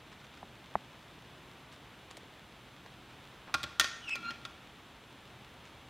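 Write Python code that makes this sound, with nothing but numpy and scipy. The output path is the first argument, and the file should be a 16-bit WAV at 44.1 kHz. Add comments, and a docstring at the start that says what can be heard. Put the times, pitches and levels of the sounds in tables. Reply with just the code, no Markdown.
"""An even wash, like rain outside a window, runs from start to end, almost in mono.
First, fingertips scuff faintly and a mesh screen is pressed into a steel coffee filter holder with
dull taps. At about 3.5 seconds the holder clinks into the espresso maker, and both steel parts ring.
From 4 seconds it is twisted tight: its lugs (small tabs) stick and slip, squeaking twice, and it
clicks home. A small room echoes the steel and the scuffs."""
import sys
import numpy as np
from scipy import signal
from scipy.fft import rfft, irfft, next_fast_len
from scipy.io import wavfile
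from scipy.ndimage import map_coordinates

SR = 44100
rng = np.random.default_rng(int(sys.argv[2]) if len(sys.argv) > 2 else 0)


def wrap_up_sound(samples):
    """Save the sound to the file named by the first command line argument, as 16-bit audio."""
    columns = np.atleast_2d(samples).T
    # keep every value between -1 and 1, then stretch to whole-number steps
    tamed = np.clip(columns, -1, 1)
    steps = np.round(tamed * 32767).astype(np.int16)
    wavfile.write(sys.argv[1], SR, steps)


N = 259749


def amp(db):
    """Turn decibels (dB) into a number to multiply a sound by."""
    return 10 ** (np.asarray(db) / 20)


def unit(x):
    """Scale a sound to an average strength (rms) of 1."""
    return x / np.sqrt(np.mean(x ** 2) + 1e-20)


def along(points, hz):
    """Read a curve drawn through (Hz, value) points, with octaves evenly spaced."""
    point_hz, values = np.transpose(points)
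    return np.interp(np.log(hz + 1), np.log(point_hz + 1), values)


def wobble(rate, n=N):
    """A smooth random curve of n samples that picks a new value rate times a second."""
    return map_coordinates(rng.standard_normal(int(n * rate / SR) + 4), [np.arange(n) * rate / SR])


def filtered(x, response):
    """Turn each frequency of a sound up or down by response(hz)."""
    n = x.shape[-1]
    padded = next_fast_len(n + SR // 4)
    return irfft(rfft(x, padded) * response(np.fft.rfftfreq(padded, 1 / SR)), padded)[..., :n]


def tilt(hz, db_per_octave):
    """A harder contact lifts the treble: the change in dB, pivoting at 2500 Hz."""
    return db_per_octave * np.log2(np.maximum(hz, 1000) / 2500)


def noise(spectrum, n, tilt_db=0):
    """Noise of strength 1, shaped by a table of frequencies and levels."""
    return unit(filtered(rng.standard_normal(n), lambda hz: amp(along(spectrum, hz) + tilt(hz, tilt_db))))


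def fade(t, t60):
    """Die away by 60 dB in t60 seconds, the fade time."""
    return np.exp(-np.log(1000) * t / t60)


def envelope(t, start, end, rise_db_per_s, fall_db_per_s):
    """A volume curve that swells up to start, holds until end and dies away."""
    return amp(-rise_db_per_s * np.maximum(start - t, 0) - fall_db_per_s * np.maximum(t - end, 0))


def add(track, start, sound):
    """Mix a sound into a track at start seconds."""
    part = track[round(start * SR):][:len(sound)]
    part += sound[:len(part)]


def background(wash_db=-54.5, drift_db=0.22):
    """An even wash from outside over the faint, wavering drone of an appliance."""
    # Each row: frequency in Hz, relative level in dB.
    wash_spectrum = [(15, -37), (25, -26), (45, -4.5), (75, -2), (100, -4), (125, 2.5), (165, -3.5),
                     (300, -4.5), (500, -9), (900, -8), (2000, -12), (3500, -12.5), (4800, -23.5),
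                     (8000, -30), (16000, -37)]
    # Each row: pitch in Hz, level in dB.
    hum_tones = [(125, -84)]
    wash = amp(wash_db + drift_db * wobble(2.95)) * noise(wash_spectrum, N)
    drone = sum(amp(db + 1.8 * wobble(4)) * np.sin(2 * np.pi * np.cumsum(hz + 4 * wobble(36)) / SR)
                for hz, db in hum_tones)
    return wash + drone


def patter(level_db=-73, size_spread_db=4, drops_per_s=25):
    """Single drops fall at random and barely stand out of the wash."""
    # The tone of a drop. Each row: frequency in Hz, relative level in dB.
    drop_spectrum = [(400, -30), (900, -11), (3600, 7), (5000, -4.5), (12000, -20)]
    falls = rng.random(N) < drops_per_s / SR
    sizes = amp(size_spread_db * np.clip(rng.standard_normal(N), -2, 2))
    return amp(level_db) * unit(filtered(falls * sizes, lambda hz: amp(along(drop_spectrum, hz))))


def room(x, build_s=0.017):
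    """The echo from the walls builds up briefly, then each frequency dies at its own speed."""
    # Each row: frequency in Hz, fade time in seconds.
    echo_times = [(100, 1), (1400, 0.78), (4000, 0.61), (7000, 0.61), (14000, 0.17)]
    hz, t, bands = signal.stft(rng.standard_normal(SR), SR, nperseg=256)
    bands = bands * fade(t, along(echo_times, hz)[:, None]) * (1 - np.exp(-t / build_s))
    tail = signal.istft(bands, SR, nperseg=256)[1]
    return signal.fftconvolve(x, tail / np.linalg.norm(tail))[:N]


def finger_shifts(count, start_s=0.06, end_s=0.38, length_s=0.013, tilt_db=-3):
    """Extra rows for scuffs(): the fingers shift at random while they carry the screen."""
    chance = rng.random((count, 2))
    times = start_s + (end_s - start_s) * (np.arange(count) + chance[:, 0]) / count
    levels_db = -54.5 + 1.5 * (2 * chance[:, 1] - 1)
    return [(start, db, length_s, tilt_db) for start, db in zip(times, levels_db)]


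def scuffs():
    """Fingertips brush mesh and metal, making brief, grainy puffs of noise; the last, faint one at 5.6 s is a
    cup set down."""
    # Each row: start in seconds, level in dB, length in seconds, treble tilt in dB per octave.
    brushes = [(0.338, -54, 0.0048, -2), (0.74, -44, 0.0023, -4), (0.846, -50, 0.0011, -2),
               (1.722, -54.5, 0.014, 0.5), (2.105, -49.5, 0.011, -1), (2.1687, -46, 0.0054, 4),
               (2.859, -52.5, 0.0061, -4), (3.091, -59, 0.046, -3.5), (3.468, -52.5, 0.044, -10),
               (4.087, -47, 0.0097, 1), (5.635, -59.5, 0.05, -2)]
    # Each row: frequency in Hz, relative level in dB.
    mesh_spectrum = [(500, -2.5), (1500, 6.5), (3600, 2.5), (7000, -4.5), (11000, -15), (16000, -32)]
    out, t = np.zeros(N), np.arange(SR // 4) / SR
    for start, db, length, tilt_db in brushes + finger_shifts(count=4):
        age = 2 * t / length  # the puff peaks at age 1
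        grain = unit(amp(3.5 * wobble(770, len(t))))
        add(out, start, amp(db) * age * np.exp(1 - age) * grain * noise(mesh_spectrum, len(t), tilt_db))
    return out


def taps():
    """Soft knocks on the filter basket; the packed coffee stops its ringing quickly."""
    # Each row: start in seconds, relative level in dB, pitch multiplier, contact time in seconds.
    knocks = [(0.4292, -17.5, 0.87, 0.0053), (0.7544, -11, 0.91, 0.00068), (2.176, -38.5, 0.72, 0.00052),
              (2.232, -39, 0.39, 0.0009), (2.863, -37.5, 0.88, 0.00093)]
    # Each row: pitch in Hz, relative level in dB, fade time in seconds.
    basket_tones = [(75, -29, 0.089), (224, -21, 0.055), (448, -23, 0.035), (753, -23, 0.032),
                    (900, 3.5, 0.01), (1100, 0, 0.008), (2030, -13, 0.012)]
    out, t = np.zeros(N), np.arange(SR // 4) / SR
    for start, db, pitch, contact in knocks:
        knock = sum(amp(level) * fade(t, t60) * np.sin(2 * np.pi * hz * pitch * t)
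                    for hz, level, t60 in basket_tones)
        add(out, start, amp(db - 1.0) * knock * (1 - np.exp(-t / contact)))
    # soft contact leaves out the treble, and so small a body gives off no deep bass
    return filtered(out, lambda hz: 1j * hz / (60 + 1j * hz) / (1 + 1j * hz / 4000))


def grind(turn_db=-65, bind_db=-53, grain_db=4):
    """Tiny slips of the turning lugs keep the metal ringing, most of all when they bind mid-turn."""
    # Where the clamped steel and stand ring. Each row: pitch in Hz, width in Hz, relative level in dB.
    resonances = [(238, 15.3, 5.5), (320, 21, 2.5), (1373, 14, 13), (2320, 22, 4), (2470, 100, -2),
                  (3280, 100, -4)]

    def body(hz):
        peaks = sum(amp(db) * 1j * hz * width / (pitch * pitch - hz * hz + 1j * hz * width)
                    for pitch, width, db in resonances)
        return peaks / (1 + 1j * hz / 5000)  # soften the treble

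    t = np.arange(N) / SR
    press_db_per_s, ease_db_per_s = 172, 170
    turning = amp(turn_db) * envelope(t, 4.02, 4.57, press_db_per_s, ease_db_per_s)
    binding = amp(bind_db) * envelope(t, 4.18, 4.325, press_db_per_s, ease_db_per_s)
    slips = rng.standard_normal(N) * amp(grain_db * wobble(300))
    return (turning + binding) * unit(filtered(slips, body))


def squeaks(swell_db=17, release_db_per_s=1100, flutter_db=1.6, shrill_above_hz=2000):
    """Steel sticks and slips on steel: each slip swells, holds and lets go while its pitch bends."""
    # Each row: start, rise and hold in seconds, level in dB, pitch in Hz, then three fractions:
    # pitch sag (negative rises), pitch arch and rasp (roughness).
    slips = [(4.016, 0.0134, .035, -53.5, 2950, .06, 0.00092, .3),
             (4.052, 0.0306, .007, -40.5, 2804, 0.077, 0.0186, .27),
             (4.095, 0.0137, 0.0119, -36.5, 2540, -0.113, 0.022, 0.39),
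             (4.116, 0.0157, 0.0088, -33, 2660, 0.036, 0.025, 0.26),
             (4.144, 0.0067, 0.018, -44.5, 2407, 0.032, 0.0039, 0.437),
             (4.158, .008, 0.025, -49, 1372, 0.036, 0, 0.24),
             (4.222, 0.042, 0.0384, -37.5, 1392, 0.015, .002, 0.19)]
    # The tones in a high and a low squeak. Each row: multiple of the pitch, relative level in dB.
    high_partials = [(1, 4.5), (2, -14), (3, -23), (4, -34), (5, -44)]
    low_partials = [(1, 0), (2, -12), (3, -12), (4, -32), (5, -35)]
    out, t = np.zeros(N), np.arange(SR // 4) / SR
    chance = lambda rate: wobble(rate, len(t))
    for start, rise, hold, db, pitch, sag, arch, rasp in slips:
        from_middle = np.minimum(t / (rise + hold), 1.2) - 0.5
        hz = pitch * (1 - sag * from_middle - arch * (2 * from_middle) ** 2)
        jitter = 0.06 * rasp * (chance(250) + chance(1300))
        phase = 2 * np.pi * np.cumsum(hz * (1 + jitter)) / SR
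        partials = high_partials if pitch > shrill_above_hz else low_partials
        # each tone flutters at random, as if crossing the metal's resonances
        tone = unit(sum(amp(level + flutter_db * np.sqrt(k) * chance(160)) * np.sin(k * phase)
                        for k, level in partials))
        gain = envelope(t, rise, rise + hold, swell_db / rise, release_db_per_s)
        add(out, start, amp(db) * gain * tone * (1 + rasp * chance(1200)))
    return out


def thud(t):
    """The machine's stand takes a blow with a short, low shudder."""
    # Each row: pitch in Hz, relative level in dB, fade time in seconds.
    stand_tones = [(73.6, -18.5, .35), (129, -16.5, 0.16), (236.5, -11.5, 0.12), (322, -7.5, 0.067),
                   (587, -4.5, 0.055), (800, -12, 0.022)]
    return sum(amp(db) * fade(t, t60) * np.sin(2 * np.pi * hz * t) * rng.choice([-1, 1])
               for hz, db, t60 in stand_tones)


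def ring(tones, t, tilt_db, scatter_db=3.5):
    """Struck steel rings; each tone's strength and sign vary at random, as with the spot that is hit."""
    hz, db, t60 = np.transpose(tones)[:, :, None]
    strength = amp(db + tilt(hz, tilt_db) + scatter_db * rng.standard_normal(hz.shape))
    sign = rng.choice([-1, 1], hz.shape)
    return np.sum(sign * strength * fade(t, t60) * np.sin(2 * np.pi * hz * t), axis=0)


def clinks(ring_db=-8, clash_db=-1, crack_db=-5, shimmer_db=-23):
    """The holder hits the head (the machine's socket): a crack, a clash, a longer ring and a thud."""
    # Each row: start in seconds, overall level in dB, treble tilt in dB per octave,
    # then the relative levels of the thud and of the head's ring in dB.
    contacts = [(3.541, -20.5, -1, -22, -26), (3.5467, -25.5, -5.5, -7.5, -18),
                (3.631, -33.5, 3.5, -15, -19), (3.638, -29.5, -3, -5.5, -15), (3.797, -17, 3, -19, 2.5),
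                (3.809, -22.5, -.5, -12.5, 2), (3.8433, -29.5, -1.5, -12.5, 2.5), (4.155, -36, 1, -7, -1),
                (4.306, -36.5, -3.5, -9, 2), (4.4511, -35, -2, -17, -8.5)]
    # How the two parts ring. Each row: pitch in Hz, relative level in dB, fade time in seconds.
    holder_tones = [(1101, -7.5, 0.15), (1082, -13.5, 0.11), (1357, -1, 0.059), (1400, -1, 0.13),
                    (1320, -27, 0.51), (1880, -19, .09), (2445, -9, 0.1), (2540, -6.5, 0.068),
                    (2670, -10, 0.061), (3340, 3, 0.028), (3504, -3, 0.056), (3780, -3, 0.026),
                    (4240, -27, 0.087), (5000, -12, 0.054), (8640, -17, 0.064), (11700, -18, 0.04)]
    head_tones = [(1842, -3, 0.29), (1970, -13, 0.18), (2554, -5.5, 0.075), (3140, -7, 0.062),
                  (3550, -15, 0.086), (3700, -26, .2), (4300, -23, .2), (4780, -12.5, 0.11),
                  (6030, -9, 0.087), (6750, -9.5, 0.054), (7540, -25, .15), (10000, -35, 0.11)]
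    # Tones so crowded that they blur into noise: the short clash and the head's high shimmer.
    # Each row: frequency in Hz, relative level in dB.
    clash_spectrum = [(400, -29), (700, -7), (950, -9.5), (1300, 5), (2100, -4.5), (3400, 2), (4600, 0),
                      (6300, -8.5), (8200, -14.5), (12000, -21.5), (16000, -29)]
    shimmer_spectrum = [(900, -10), (1700, 3), (2500, 2), (3400, -8), (4600, 1), (6100, -5), (7200, -20),
                        (8600, -22), (9800, -27), (14000, -32)]
    out, t = np.zeros(N), np.arange(SR) / SR
    for start, db, tilt_db, thud_db, head_db in contacts:
        steel = ring(holder_tones, t, tilt_db) + amp(head_db) * ring(head_tones, t, tilt_db)
        # the hand and the pressed faces soon choke most of the ring
        grip = amp(-13.0) + (1 - amp(-23.5)) * fade(t, 0.098)
        shimmer = amp(shimmer_db + head_db) * noise(shimmer_spectrum, len(t)) * fade(t, 0.41)
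        clash = amp(clash_db) * noise(clash_spectrum, len(t), tilt_db) * fade(t, 0.036)
        crack = amp(crack_db) * noise(clash_spectrum, len(t), tilt_db + 5.5) * fade(t, 0.0068)
        stand = amp(thud_db) * thud(t)
        onset = 1 - np.exp(-t / 0.00028)
        clink = amp(ring_db) * steel * grip + shimmer + clash + crack + stand
        add(out, start, amp(db) * onset * clink)
    return out


def scene():
    """Everything sits in the centre; only the background has a little width."""
    # Each row: frequency in Hz, level of the sides compared with the centre in dB.
    stereo_width = [(25, -2), (70, -21), (250, -26), (500, -21.5), (1000, -40), (3000, -48), (5500, -7.5),
                    (8000, -8.5), (12000, -1.5), (14000, -23)]
    steel, screen, hand = clinks(), taps(), scuffs()
    twist = squeaks() + grind()
    to_walls = amp(-15.0) * steel + amp(-18.5) * twist + amp(-22) * hand
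    mid = steel + twist + screen + hand + background() + patter() + room(to_walls)
    side = filtered(background(), lambda hz: amp(along(stereo_width, hz)))
    return np.array([mid + side, mid - side])


def record(dry):
    """Cut off the very highest treble."""
    top_hz = 15750
    return filtered(dry, lambda hz: 1 / np.sqrt(1 + (hz / top_hz) ** 120))


dry = scene()
out = record(dry)
wrap_up_sound(out)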